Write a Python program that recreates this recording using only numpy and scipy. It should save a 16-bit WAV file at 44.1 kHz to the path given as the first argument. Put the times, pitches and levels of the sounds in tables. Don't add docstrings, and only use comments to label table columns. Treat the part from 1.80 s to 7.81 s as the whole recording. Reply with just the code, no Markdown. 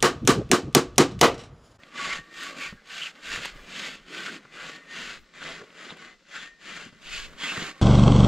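import sys
import numpy as np
from scipy import signal
from scipy.fft import rfft, irfft, next_fast_len
from scipy.io import wavfile
from scipy.ndimage import uniform_filter1d, map_coordinates

SR = 44100
rng = np.random.default_rng(int(sys.argv[2]) if len(sys.argv) > 2 else 0)


def waveform_to_disk(signal):
    frames = np.transpose(np.atleast_2d(signal))
    scaled = np.clip(frames, -1, 1) * 32767
    samples = np.round(scaled).astype(np.int16)
    wavfile.write(sys.argv[1], SR, samples)


N = 265219

# start t/s, length/s, fastest moment/share of length,
# loss towards the slow ends/dB, rasp level/dB, bite, trunk and splinter hiss levels/dB re rasp,
# level of the idle scraping before it/dB
STROKES = [(0.099, 0.34, 0.58, 17, -33, -2.5, -13, -36, -58.5),
           (0.491, 0.46, 0.61, 19.5, -34.5, 0.5, -14.5, -20.5, -55.5),
           (1.037, 0.3, 0.59, 11, -40.0, 0.5, -21, -22.5, -61),
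           (1.393, 0.35, 0.51, 14.5, -35.5, 0.5, -14.5, -23, -55.5),
           (1.826, 0.39, 0.5, 20.5, -39.5, 1, -11, -21.5, -52),
           (2.248, 0.36, 0.6, 8, -40.5, -1, -8, -22, -61),
           (2.678, 0.35, 0.46, 14.5, -43, -1.5, -5.5, -25.5, -59.5),
           (3.033, 0.39, 0.54, 19, -39, -0.5, -10, -27.0, -58),
           (3.477, 0.42, 0.48, 32, -39.5, -3, -9, -33, -63.5),
           (3.904, 0.47, 0.39, 13.5, -43.5, -4.5, -7.5, -36, -58),
           (4.378, 0.44, 0.48, 66, -41.5, -2, -12.5, -32, -68),
           (4.784, 0.33, 0.4, 6, -43.0, -1.0, -8, -28.5, -66.5),
           (5.186, 0.33, 0.54, 23.5, -40, 3.5, -16.5, -21.5, -58.5),
           (5.56, 0.38, 0.64, 12.5, -28, -2, -14.5, -25.5, -53)]
# t/s, loss/dB, half length/s
STALLS = [(0.744, 15.68, 0.045), (1.602, 7.5, 0.023), (4.16, 9.5, 0.019), (5.792, 8.5, 0.086)]
# f/Hz, relative level/dB per Hz
RASP_SPECTRUM = [(500, -75), (900, -12.5), (1040, -7), (1130, 0), (1300, 2), (1500, 7), (2200, 2),
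                 (2450, -20), (2900, -16), (4000, -66)]
BITE_SPECTRUM = [(1700, -56), (2200, 0), (2500, 2), (3000, -0.5), (3700, -3), (4800, -5), (5700, -14),
                 (6600, -7.5), (7600, -9), (8300, -29.5), (10000, -22), (13000, -66)]
SPLINTER_SPECTRUM = [(5000, 2), (8000, 12.5), (9300, 5), (10300, -1.5), (12500, 3), (15700, -17)]
TRUNK_SPECTRUM = [(40, -51), (90, -34), (125, -10), (155, 3.5), (210, 1.5), (320, 1.5), (410, -1.5),
                  (570, -0.5), (720, -6), (900, -12), (1200, -0.5), (2000, -49)]
# f/Hz, width/Hz, relative level/dB
BLADE_MODES = [(1436, 30, -0.5), (1520, 117, 0), (1630, 46, -9), (1843, 24, 8), (2022, 36, 8.5),
               (2170, 26, 4), (2374, 28, 4)]
BLADE_HIGH_MODES = [(2560, 60, 11), (2700, 34, 21), (2915, 75, 17.5), (3157, 56, 15.5), (3340, 41, 15),
                    (3505, 70, 6), (4085, 47, 8), (4230, 68, -14), (6040, 58, -7), (6712, 65, -38.5),
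                    (7140, 120, -32)]
FRAME_MODES = [(1138, 31, -0.72), (1150, 66, -1.5)]
# f/Hz, level/dB
STEEL_RADIATION = [(800, 1), (1100, -8.5), (7600, -3.5), (9000, -10), (13000, -22.5)]
# t/s, f/Hz, level before trim/dB, half length/s
CHATTER = [(.32, 2120, -28, .012), (.84, 2360, -35.5, 0.033), (.986, 1570, -55, .022),
           (1.229, 2900, -29, .014), (1.267, 2780, -35.5, 0.0099), (1.651, 2650, -42, 0.012),
           (2.049, 2090, -39, .02), (2.36, 335, -48, 0.055), (2.487, 1490, -34, 0.013),
           (2.529, 282, -41, 0.035), (2.822, 1480, -43, 0.038), (3.62, 1490, -38, 0.0073),
           (3.698, 567, -44.5, .03), (3.824, 450, -44, 0.016), (4.105, 3660, -43, .009),
           (4.565, 1500, -38.5, 0.019), (4.602, 3360, -45.5, 0.027), (5.64, 3250, -32.5, 0.024),
           (5.696, 2690, -31, 0.029)]
# t/s, level/dB, swell/s, t60/s
TWANGS = [(0.0, -53, .01, .17), (.39, -44, .02, .2), (.61, -46, .07, .3), (.9, -48, .05, .2),
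          (1.54, -45, .015, .2), (2.56, -55, .03, .2), (2.93, -47.5, .045, .6), (3.16, -48.5, .07, .45),
          (4.3, -58, .04, .2), (4.655, -47, .03, .5), (4.96, -50, .03, .3), (5.87, -50, .04, .3)]
# t/s, level before trim/dB, treble level before trim/dB re the first
SNAPS = [(0.0316, -33.5, -37), (0.2705, -29, -32), (0.2876, -28, -29), (0.3117, -34, -32),
         (0.6318, -31, -8), (0.8423, -48, -29), (1.35, -40.5, -34), (1.5064, -39, -34),
         (1.6529, -22, -12.5), (3.6153, -27, -38), (3.9, -40.5, -35), (4.102, -32, -34), (4.1677, -37, -20),
         (5.7014, -48, -28)]
# t/s, level before trim/dB, thump level before trim/dB re the first
KNOCKS = [(0.383, -41.5, 1), (0.923, -37, -2), (1.512, -39, -12), (1.574, -30.5, -1.5), (1.751, -44, -6),
          (1.789, -33, -29), (2.648, -33.5, -21), (3.369, -35.5, -17), (3.813, -32, -16), (4.118, -29, -15),
          (5.059, -46.5, 5.5), (5.124, -46.5, 2.5), (5.774, -22.5, -11), (5.818, -34.5, 1)]
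# f/Hz, relative level/dB per Hz
SNAP_SPECTRUM = [(200, 5), (900, 8.5), (1200, 5), (2000, 7.5), (3500, 8), (6000, -14), (12000, -65)]
KNOCK_SPECTRUM = [(100, -32), (350, 6), (520, 7.5), (750, -7), (1200, 8), (1700, 5), (2500, -28),
                  (6000, -19), (15000, -65)]
THUMP_SPECTRUM = [(30, -25), (70, -30), (110, 7.5), (170, 13), (330, -0.5), (520, -8), (1200, -40),
                  (4000, -70)]
RATTLE_SPECTRUM = [(100, -25), (400, -8), (800, -12), (1400, 0), (2200, -4), (4000, -14), (7500, -26),
                   (14000, -60)]
# t/s, level before trim/dB, half length/s
SOFT_THUMPS = [(0.385, -49, .025), (0.923, -49.5, 0.045), (1.54, -42, 0.041), (1.75, -59, 0.034),
               (2.88, -64, 0.035), (3.403, -51, 0.034), (5.416, -47.5, 0.13), (5.822, -55, 0.075)]
# f/Hz, relative level/dB per Hz
RUMBLE_SPECTRUM = [(15, -6), (30, 0.5), (50, -9), (75, -17.5), (120, -21), (400, -51.5)]
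FOREST_SPECTRUM = [(25, -21), (60, -22), (100, -21), (180, 6), (500, -9), (1500, -27), (4000, -8),
                   (7500, -16.5), (9000, -33), (15500, -43)]
# t/s, frame level before trim/dB, left-right level/dB, lag of left/ms
FACING = [(0, 1.5, -7, 0), (.9, 1.5, -2, 0.0098), (1.3, -9, -6, 0.0048), (2, -12, 7.5, 0),
          (2.7, -6, 4.5, 0), (3.7, -10, -1.5, 0.025), (4.9, -13, 0.5, 0.013), (5.25, -6, -2, 0.028),
          (5.8, -5.5, -3, 0.037)]
# f/Hz, correlation
LIKENESS = [(100, 1), (1200, 0.91), (2200, 0.91), (4300, 0.89), (5600, 0.65), (7500, 0.17), (10000, 0.18),
            (14000, 0.031)]
# f/Hz, left-right level/dB
TREBLE_LEAN = [(1500, 2), (3000, 4.1), (7000, -0.5), (10500, 0), (13000, -4.5)]
# t/s, share of the side signal below the split, share above it
STEREO_WIDTH = [(0, 0.0033, 0), (.4, 0.0067, 0), (.52, 0.0067, 0.78), (2.5, 0.017, 1), (2.7, 0.17, 0.66),
                (3.2, 0.25, 0.81), (3.5, 0.62, 0.79), (6, 1, 0.9)]

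GRIP_S, RELEASE_S = 0.079, 0.062
TRUNK_POWER = 0.79
IDLE_BITE_DB, IDLE_TRUNK_DB, IDLE_HISS_DB = -5, -3, -23.5
PATCHY_DB = 2.6
CALM_DB, DRIFT_DB = -67, 6.5
SPLIT_HZ, TOP_HZ = 11700, 15730


def sawing(blade_db=-4, high_db=-5.5, frame_db=-8.0, rasp_db=-3.5, bite_db=-1, trunk_db=0.5,
           hiss_db=5.5, judder_db=0.05, drum_db=0.6):
    rasp_gain, bite_gain, trunk_gain, hiss_gain = strokes()
    facing_frame_db, _, _ = curves(FACING)
    snags = 1 + .55 * catches(rate=80, t60=.013, scatter_db=2)
    judder = unit(snags * amp(judder_db * wobble(330)))

    coarse = fibres(rate=10000, scatter_db=1.0)
    keen = fibres(rate=16000, scatter_db=0.0)
    steel = fibres(rate=12000, scatter_db=4.0)
    frame = resonated(resonated(steel, FRAME_MODES), FRAME_MODES)

    rasp = amp(rasp_db) * coloured(coarse, RASP_SPECTRUM)
    rasp = rasp + amp(blade_db) * resonated(steel, BLADE_MODES)
    rasp = rasp + amp(frame_db + facing_frame_db) * frame
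    bite = amp(bite_db) * coloured(keen, BITE_SPECTRUM)
    bite = bite + amp(high_db) * resonated(steel, BLADE_HIGH_MODES)
    wood = coloured(fibres(rate=4000, scatter_db=0.0), TRUNK_SPECTRUM)
    drumming = amp(trunk_db) * unit(wood * amp(drum_db * wobble(70)))
    splinters = amp(hiss_db) * coloured(fibres(rate=18000, scatter_db=2.0), SPLINTER_SPECTRUM)
    return judder * (rasp_gain * rasp + bite_gain * bite + trunk_gain * drumming + hiss_gain * splinters)


def strokes(unsteady_db=1.0):
    t = np.arange(N) / SR
    free = amp(-sum(db * swell(s, half) for s, db, half in STALLS))
    gains = np.zeros((4, N))
    for start, length, fastest, sag_db, db, bite_db, trunk_db, hiss_db, _ in STROKES:
        now = (t > start) & (t < start + length)
        age = t[now] - start
        slowness = np.interp(age, [0, fastest * length, length], [1, 0, 1]) ** 2
        grip = np.minimum(age / GRIP_S, 1)
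        release = np.minimum((length - age) / RELEASE_S, 1)
        force = grip * release * amp(-sag_db * slowness)
        teeth = free[now] * force
        trunk = amp(trunk_db) * np.abs(force) ** TRUNK_POWER
        gains[:, now] += amp(db) * np.array([teeth, amp(bite_db) * teeth, trunk, amp(hiss_db) * teeth])
    starts, *_, idle_db = np.transpose(STROKES)
    idle_colour = amp([0, IDLE_BITE_DB, IDLE_TRUNK_DB, IDLE_HISS_DB])
    idle = np.outer(idle_colour, amp(np.interp(t, starts, idle_db)))
    return np.hypot(gains, idle) * amp(unsteady_db * wobble(30))


def fibres(rate, scatter_db):
    happens = rng.random((2, N)) < rate / SR
    size = rng.standard_normal((2, N)) * amp(scatter_db * rng.standard_normal((2, N)))
    z = signal.stft(happens * size, nperseg=2048)[2]
    field = uniform_filter1d(rng.standard_normal(z.shape[1:]), size=3, axis=0)
    field = uniform_filter1d(field, size=7, axis=1)
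    patchy = signal.istft(z * amp(PATCHY_DB * unit(field)), nperseg=2048)[1]
    return unit(patchy[:, :N])


def catches(rate, t60, scatter_db):
    size = amp(scatter_db * np.clip(rng.standard_normal(N), -2, 2))
    kicks = (rng.random(N) < rate / SR) * size
    t = np.arange(SR // 20) / SR
    fall = amp(-60 * t / t60) * np.minimum(t / .0003, 1)
    return signal.fftconvolve(kicks, fall)[:N]


def chatter(level_db=-2):
    t = np.arange(N) / SR
    out = np.zeros(N)
    for s, hz, db, half in CHATTER:
        near = np.abs(t - s) < 3 * half
        width = 70 + .045 * hz
        band = signal.butter(N=2, Wn=[hz - width, hz + width], btype="band", fs=SR, output="sos")
        scrape = unit(signal.sosfilt(band, rng.standard_normal(near.sum())))
        out[near] += amp(db + level_db) * swell(s, half)[near] * scrape
    return out


def singing(note_hz=1841):
    t = np.arange(N) / SR
    notes = []
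    for s, db, rise, t60 in TWANGS:
        ring = amp(-60 * np.abs(t - s) / t60)
        notes.append(amp(db) * np.where(t < s, swell(s, rise), ring))
    pitch_hz = note_hz + 4.5 * wobble(9)
    phase = 2 * np.pi * np.cumsum(pitch_hz) / SR + .42 * wobble(60)
    tone = unit(np.sin(phase) * amp(2.2 * wobble(45)))
    return np.linalg.norm(notes, axis=0) * tone


def snaps(snap_db=-7, tick_db=-1):
    s, db, treble = np.transpose(SNAPS)
    body = blows(s, db + snap_db, SNAP_SPECTRUM, t60=.02)
    return body + blows(s, db + treble + tick_db, SPLINTER_SPECTRUM, t60=.02)


def knocks(knock_db=-9, thump_db=-2):
    s, db, low = np.transpose(KNOCKS)
    knock = blows(s, db + knock_db, KNOCK_SPECTRUM, t60=0.029)
    return knock + blows(s, db + low + thump_db, THUMP_SPECTRUM, t60=0.11)


def blows(times, levels_db, spectrum, t60, onset=0.0038):
    t = np.arange(SR // 4) / SR
    burst = amp(-60 * np.maximum(t - onset, 0) / t60) * np.minimum(t / onset, 1) ** 2
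    shape = np.zeros(N + SR)
    for s, db in zip(times, levels_db):
        shape[max(0, round(s * SR)):][:len(t)] += amp(db) * burst
    return shape[:N] * coloured(rng.standard_normal((2, N)), spectrum)


def rattle(level_db=-60):
    ticks = catches(rate=25, t60=.025, scatter_db=2)
    return amp(level_db) * ticks * coloured(rng.standard_normal((2, N)), RATTLE_SPECTRUM)


def rumble(level_db=-1):
    thumps = sum(amp(db) * swell(s, half) for s, db, half in SOFT_THUMPS)
    level = amp(CALM_DB + DRIFT_DB * wobble(6.7)) + thumps
    noise = rng.standard_normal(N) + 3.3 * rng.standard_normal((2, N))
    return amp(level_db) * level * coloured(noise, RUMBLE_SPECTRUM)


def forest(level_db=-66):
    return amp(level_db) * coloured(spread(rng.standard_normal((2, N))), FOREST_SPECTRUM)


def amp(db):
    return 10 ** (np.asarray(db) / 20)


def unit(x):
    return x / np.sqrt(np.mean(x ** 2) + 1e-20)


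def along(points, hz):
    f, v = np.transpose(points)
    return np.interp(np.log(hz + 1), np.log(f + 1), v)


def curves(rows):
    s, *cols = np.transpose(rows)
    return [np.interp(np.arange(N) / SR, s, c) for c in cols]


def wobble(rate):
    knots = rng.standard_normal(int(N * rate / SR) + 4)
    return map_coordinates(knots, [np.arange(N) * rate / SR])


def swell(s, half):
    return np.exp(-((np.arange(N) / SR - s) / half) ** 2 / 2)


def filtered(x, response):
    m = next_fast_len(N + SR // 2)
    return irfft(rfft(x, m) * response(np.fft.rfftfreq(m, 1 / SR)), m)[..., :N]


def coloured(x, spectrum):
    return unit(filtered(x, lambda hz: amp(along(spectrum, hz))))


def resonated(x, modes):
    def ring(f):
        return sum(amp(db) * 1j * f * w / (c * c - f * f + 1j * f * w) for c, w, db in modes)
    return coloured(filtered(x, ring), STEEL_RADIATION)


def spread(pair):
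    def mid_side_gains(hz):
        turn = np.arccos(np.clip(along(LIKENESS, hz), -1, 1)) / 2
        return np.array([np.cos(turn), np.sin(turn)])
    mid, side = filtered(pair, mid_side_gains)
    return np.array([mid + side, mid - side])


def scene():
    _, pan_db, lag_ms = curves(FACING)
    saw = spread(sawing() + rattle() + knocks() + snaps()) + singing() + chatter()
    left, right = saw * amp(np.array([pan_db, -pan_db]) / 2)
    left = map_coordinates(left, [np.arange(N) - lag_ms * SR / 1000])

    def lean(hz):
        return amp(np.outer([1, -1], along(TREBLE_LEAN, hz)) / 2)
    return filtered(np.array([left, right]), lean) + rumble() + forest()


def record(dry):
    mid, side = (dry[0] + dry[1]) / 2, (dry[0] - dry[1]) / 2
    low_share, top_share = np.clip(curves(STEREO_WIDTH), 0, 1)
    low = filtered(side, lambda hz: hz < SPLIT_HZ)
    side = low_share * low + top_share * (side - low)
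    return filtered(np.array([mid + side, mid - side]), lambda hz: hz < TOP_HZ)


dry = scene()
out = record(dry)
waveform_to_disk(out)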